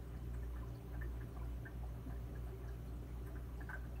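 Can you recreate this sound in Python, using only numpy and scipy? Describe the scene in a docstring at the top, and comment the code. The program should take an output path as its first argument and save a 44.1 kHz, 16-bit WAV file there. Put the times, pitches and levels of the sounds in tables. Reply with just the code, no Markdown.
"""A small room with an aquarium: a steady mains-driven pump beats against a motor that slowly loses speed.
Water trickles, gurgles and blips as bubbles ring at their resonances, and the air under the hood
rings on in sympathy. Tiny bubbles burst at the surface, and glass and walls reflect the higher
water sounds, all over a low rush of moving air and water and a thin hiss."""
import sys
import numpy as np
from scipy import signal
from scipy.fft import rfft
from scipy.io import wavfile
from scipy.ndimage import uniform_filter1d

SR = 44100
rng = np.random.default_rng(int(sys.argv[2]) if len(sys.argv) > 2 else 0)


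def pcm_store(signal):
    """Save signal as 16-bit PCM."""
    levels = np.round(np.clip(np.atleast_2d(signal), -1, 1) * 32767)
    wavfile.write(sys.argv[1], SR, levels.astype(np.int16).T)


N = 176400

BLIP_RISE_S, BLIP_DECAY_S, BLIP_GLIDE_PER_S = 0.0021, 0.0035, 1.1
GULP_RISE_S, GULP_DECAY_S = 0.0083, 0.03


def amp(db):
    """The decibel scale: 20 dB is a factor of ten in amplitude."""
    return 10 ** (np.asarray(db) / 20)


def unit_rms(x):
    """Normalisation to a mean power of one."""
    return x / np.sqrt(np.mean(x ** 2) + 1e-20)


def add(mix, start_s, sound):
    """Superposition: a sound sums into the mix from its start time on."""
    part = mix[max(0, round(start_s * SR)):][:len(sound)]
    part += sound[:len(part)]


def noise(spectrum, peaks, patchy_db):
    """Spectral shaping: a curve with Gaussian peaks colours noise whose level drifts in small patches."""
    hz = np.fft.rfftfreq(N, 1 / SR)
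    knots_hz, knots_db = np.transpose(spectrum)
    colour_db = np.interp(np.log(hz + 1), np.log(knots_hz), knots_db)
    colour_db += sum(db * np.exp(-2 * ((hz - centre) / width) ** 2) for centre, width, db in peaks)
    cells = signal.stft(rng.standard_normal(N), nperseg=512)[2]
    patches = uniform_filter1d(rng.standard_normal(cells.shape), size=7, axis=0)  # across frequency
    patches = unit_rms(uniform_filter1d(patches, size=14, axis=1))  # across time
    white = signal.istft(cells * amp(patchy_db * patches), nperseg=512)[1][:N]
    return unit_rms(np.fft.irfft(rfft(white) * amp(colour_db), N))


def bubble(hz, rise_s, decay_s, glide_per_s=0):
    """A bubble is a damped oscillator: its ring swells and dies, climbing in pitch if given a glide."""
    t = np.arange(SR // 5) / SR
    envelope = (1 - np.exp(-(t / rise_s) ** 2)) * np.exp(-t / decay_s)
    return envelope / envelope.max() * np.sin(2 * np.pi * hz * (t + glide_per_s * t ** 2 / 2))


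def bubbles(rows, rise_s, decay_s, glide_per_s=0):
    """Independent bubbles add linearly, one to a row of (time [s], level [dB], pitch [Hz])."""
    out = np.zeros(N)
    for start_s, db, hz in rows:
        add(out, start_s, amp(db) * bubble(hz, rise_s, decay_s, glide_per_s))
    return out


def hum():
    """Beats: the pump holds the mains pitch while the motor sags below it, so they beat ever faster."""
    # pump harmonics (multiple of the mains frequency, level [dB])
    pump_harmonics = [(1, -48.5), (2, -55), (3, -74), (4, -77), (5, -71), (6, -77), (8, -83.5), (10, -82.5)]
    # motor harmonics (multiple of the motor's speed, relative level [dB])
    motor_harmonics = [(1, 2), (2, -3), (3, -15), (5, -13.5)]
    # slowing of the motor (time [s], speed [Hz])
    motor_speed = [(0, 58.85), (.6, 58.8), (1, 57.95), (2, 56.77), (4, 54.55)]
    # swell and fade of the motor (time [s], level [dB])
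    motor_level = [(0, -73), (.3, -56), (.9, -52.5), (1.5, -54.5), (2.1, -59.5), (2.9, -61), (4, -66.5)]
    mains_hz, in_step_s = 59.99, 0.21
    t = np.arange(N) / SR
    pump_turns = mains_hz * (t - in_step_s)
    motor_turns = np.cumsum(np.interp(t, *np.transpose(motor_speed))) / SR
    motor_turns -= np.interp(in_step_s, t, motor_turns)
    pump = sum(amp(db) * np.sin(2 * np.pi * k * pump_turns) for k, db in pump_harmonics)
    motor = sum(amp(db) * np.cos(2 * np.pi * k * motor_turns) for k, db in motor_harmonics)
    motor_gain = amp(np.interp(t, *np.transpose(motor_level)))
    return np.sqrt(2) * (pump + motor_gain * motor)


def rush():
    """Source and filter: resonances of tank and cabinet colour the noise of moving air and water."""
    # spectrum of the flow (frequency [Hz], relative spectral level [dB])
    spectrum = [(20, -27), (45, -1), (85, 2), (135, -3), (190, -5), (330, -9.5), (450, -14), (800, -21.5),
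                (1250, -21.5), (2000, -28), (3000, -32), (5000, -49.5)]
    # resonances of tank and cabinet (frequency [Hz], width [Hz], lift [dB])
    resonances = [(157, 14, 6.5), (188, 16, 3), (255, 26, 3), (295, 18, 5.5), (365, 18, 6), (394, 22, 11),
                  (565, 26, 7), (679, 30, 9), (779, 36, 6.5), (993, 42, 5.5), (1145, 60, 4.5),
                  (3000, 110, 4)]
    return amp(-55) * noise(spectrum, resonances, patchy_db=1)


def hiss():
    """Broadband noise, thin and high, whose narrow spectral peaks are heard as a faint whine."""
    # spectrum of the hiss (frequency [Hz], relative spectral level [dB])
    spectrum = [(500, -19), (3000, -4.5), (4100, -0.5), (4950, -5.5), (5500, -3), (6400, -2.5),
                (7500, -6.5), (9100, -3), (10400, -6.5), (11200, -2.5), (12100, -1.5), (12800, -2.5),
                (15700, 0.5)]
    # peaks of the whine (frequency [Hz], width [Hz], lift [dB])
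    whine = [(9050, 80, 4), (12060, 90, 6)]
    return amp(-72) * noise(spectrum, whine, patchy_db=1.4)


def trickle():
    """Bubble resonance: many faint bubbles ring at random moments, the higher ones weaker."""
    per_s, low_hz, high_hz = 55, 583, 2593
    base_db, spread_db, tilt_db_per_octave = -70, 2.2, -3.5
    when, pitch, chance = rng.random((int(per_s * N / SR), 3)).T
    hz = low_hz * (high_hz / low_hz) ** pitch
    db = base_db + spread_db * np.minimum(-np.log(chance), 3) + tilt_db_per_octave * np.log2(hz / low_hz)
    return bubbles(zip(when * N / SR, db, hz), BLIP_RISE_S, BLIP_DECAY_S, BLIP_GLIDE_PER_S)


def gurgle():
    """Larger bubbles resonate lower and longer; they murmur at random in the moving water."""
    per_s, low_hz, high_hz = 22, 236, 892.7
    top_db, spread_db, tilt_db_per_octave = -56.5, 13, -3.5
    when, pitch, chance = rng.random((int(per_s * N / SR), 3)).T
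    hz = low_hz * (high_hz / low_hz) ** pitch
    db = top_db - spread_db * chance + tilt_db_per_octave * np.log2(hz / low_hz)
    return bubbles(zip(when * N / SR, db, hz), GULP_RISE_S, GULP_DECAY_S)


def fizz():
    """Tiny bubbles burst at random moments, each a high, quickly damped oscillation."""
    per_s, low_hz, high_hz = 48, 2970, 13630
    base_db, spread_db, decay_s = -79, 2, 0.00099
    when, pitch, chance = rng.random((int(per_s * N / SR), 3)).T
    hz = low_hz + (high_hz - low_hz) * pitch
    db = base_db + spread_db * np.minimum(-np.log(chance), 3)
    return bubbles(zip(when * N / SR, db, hz), decay_s / 2, decay_s)


def blips():
    """Each blip is a bubble's short free oscillation with a noise burst of splash and spray."""
    # water blips (time [s], level [dB], pitch [Hz], splash weight [ratio])
    events = [(0.144, -64, 1680, 1.7), (.335, -64, 1560, 2.5), (.425, -65, 1770, 1.4),
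              (.535, -60, 1010, .5), (.557, -60, 1300, 2.1), (.583, -64, 1710, .96),
              (.615, -63, 1160, 0.35), (.628, -55, 1020, 0.25), (.925, -62, 1410, 2),
              (.936, -56, 670, 0.61), (.941, -57, 1550, 0.82), (1.011, -51.5, 1710, 0.99),
              (1.018, -50.5, 1840, 0.24), (1.207, -57.5, 1680, 0.97), (1.364, -55, 1130, 0.22),
              (1.366, -53, 736, 0.32), (1.395, -64.5, 2320, 0.25), (1.413, -55, 976, 0.29),
              (1.428, -58.5, 1393, 0.79), (1.653, -49.5, 1547, 0.28), (1.659, -53.5, 1760, .3),
              (1.833, -51, 754, .2), (2.094, -57, 750, 1.54), (2.115, -67, 1650, 1.6),
              (2.155, -66, 1770, 1), (2.352, -61.5, 1654, 1.6), (2.466, -53, 695, 0.67),
              (2.488, -61, 800, 0.76), (2.632, -62, 1700, 0.92), (2.640, -58, 770, .4),
              (2.682, -59, 1630, .9), (3.165, -58.5, 790, .3), (3.265, -57.5, 1554, 1.5),
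              (3.355, -56, 1510, 1.3), (3.603, -53.5, 760, 0.43), (3.606, -52.5, 1680, 0.52),
              (3.690, -43, 1514, 0.9), (3.694, -50.5, 984, 0.58), (3.704, -50.5, 1147, 0.53),
              (3.731, -40, 1528, 0.38), (3.755, -52.5, 624, 0.55), (3.838, -61.5, 1490, 1.8),
              (3.958, -62, 2630, .6)]
    splash_band_hz, splash_db, spray_db = [640, 1870], -6, -22
    rise_s, decay_s = 0.0032, 0.014
    out, t = np.zeros(N), np.arange(SR // 5) / SR
    band = signal.butter(4, splash_band_hz, "band", fs=SR, output="sos")
    envelope = (1 - np.exp(-t / rise_s)) * np.exp(-t / decay_s)
    for start_s, db, hz, wetness in events:
        white = rng.standard_normal(len(t))
        splash = amp(splash_db) * unit_rms(signal.sosfilt(band, white)) + amp(spray_db) * white
        ring = bubble(hz, BLIP_RISE_S, BLIP_DECAY_S, BLIP_GLIDE_PER_S)
        add(out, start_s, amp(db) * (ring + wetness * envelope * splash))
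    return out


def hood(water):
    """Cavity resonance: the air between water and hood rings on after each blip."""
    # modes of the enclosed air (frequency [Hz], relative level [dB], time to fall 60 dB [s])
    modes = [(1034, -9, .3), (1238, -8, .35), (1428, 0, .35), (1520, 1, .38), (1582, -3, .3),
             (1669, -1, .13), (1744, -5, .09), (1855, 0, .11)]
    t = np.arange(SR // 2) / SR
    ring = sum(amp(db - 60 * t / t60) * np.cos(2 * np.pi * hz * t) for hz, db, t60 in modes)
    return amp(-61) * signal.fftconvolve(water, ring)[:N]


def room(sound):
    """Reverberation: a quick scatter, a few distinct reflections from glass and walls, a short tail."""
    # distinct reflections (delay [s], level [dB])
    reflections = [(.0118, -7.5), (.0228, -9.5), (.0345, -13)]
    scatter_t60_s, scatter_db, tail_t60_s, tail_db = 0.047, -1, 0.31, -7.5
    echoes_per_s, first_echo_s = 3000, 0.0045
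    t = np.arange(SR // 2) / SR
    echoes = rng.standard_normal((2, len(t)))
    echoes *= (rng.random(echoes.shape) < echoes_per_s / SR) & (t > first_echo_s)
    scatter = echoes[0] * amp(-60 * t / scatter_t60_s)
    tail = echoes[1] * amp(-60 * t / tail_t60_s)
    response = amp(scatter_db) * scatter / np.linalg.norm(scatter)
    response += amp(tail_db) * tail / np.linalg.norm(tail)
    for delay_s, db in reflections:
        response[round(delay_s * SR)] += amp(db)
    return signal.fftconvolve(sound, response)[:N]


def bursts():
    """Damping shapes the bubbles that burst at the surface: the shortest tick, the longer ones ring."""
    # bursting bubbles (time [s], level [dB], pitch [Hz], decay time [s])
    events = [(.338, -62, 8090, 0.00043), (.680, -69.5, 6200, .0008), (0.749, -63.5, 4460, 0.00097),
              (.915, -70, 12100, .001), (1.024, -58, 13700, .0003), (1.237, -68, 11500, .0006),
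              (2.461, -65, 8900, .0005), (2.678, -64, 5740, 0.00045), (2.682, -66, 4160, 0.00066),
              (2.875, -69, 4230, .0015), (3.263, -63, 8950, 0.00039), (3.266, -53, 12100, 0.00015),
              (3.732, -72, 8240, .0008), (3.79, -74, 3460, 0.0019)]
    out = np.zeros(N)
    for start_s, db, hz, decay_s in events:
        add(out, start_s, amp(db) * bubble(hz, decay_s / 2, decay_s))
    return out


def gulps():
    """The low resonance of a single large bubble is heard as a gulp."""
    # gulps of water (time [s], level [dB], pitch [Hz])
    events = [(1.040, -52, 344), (2.055, -47, 261), (2.52, -53, 384), (3.605, -51, 293),
              (3.908, -62.5, 552)]
    return bubbles(events, GULP_RISE_S, GULP_DECAY_S)


def scene():
    """All sources superpose; blips and trickle excite hood and room, the pops the room alone."""
    water = blips() + trickle()
    pops = bursts() + fizz()
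    low_water = gulps() + gurgle()
    direct = hum() + rush() + hiss() + water + pops + low_water
    return (direct + hood(water) + room(water + amp(6) * pops))[None]


def record(dry):
    """Band limiting: a steep low-pass filter removes the highest treble."""
    cutoff_hz = 15750
    low_pass = signal.firwin(1023, cutoff_hz, window=("kaiser", 8), fs=SR)
    return signal.oaconvolve(dry, low_pass[None], "same")


dry = scene()
out = record(dry)
pcm_store(out)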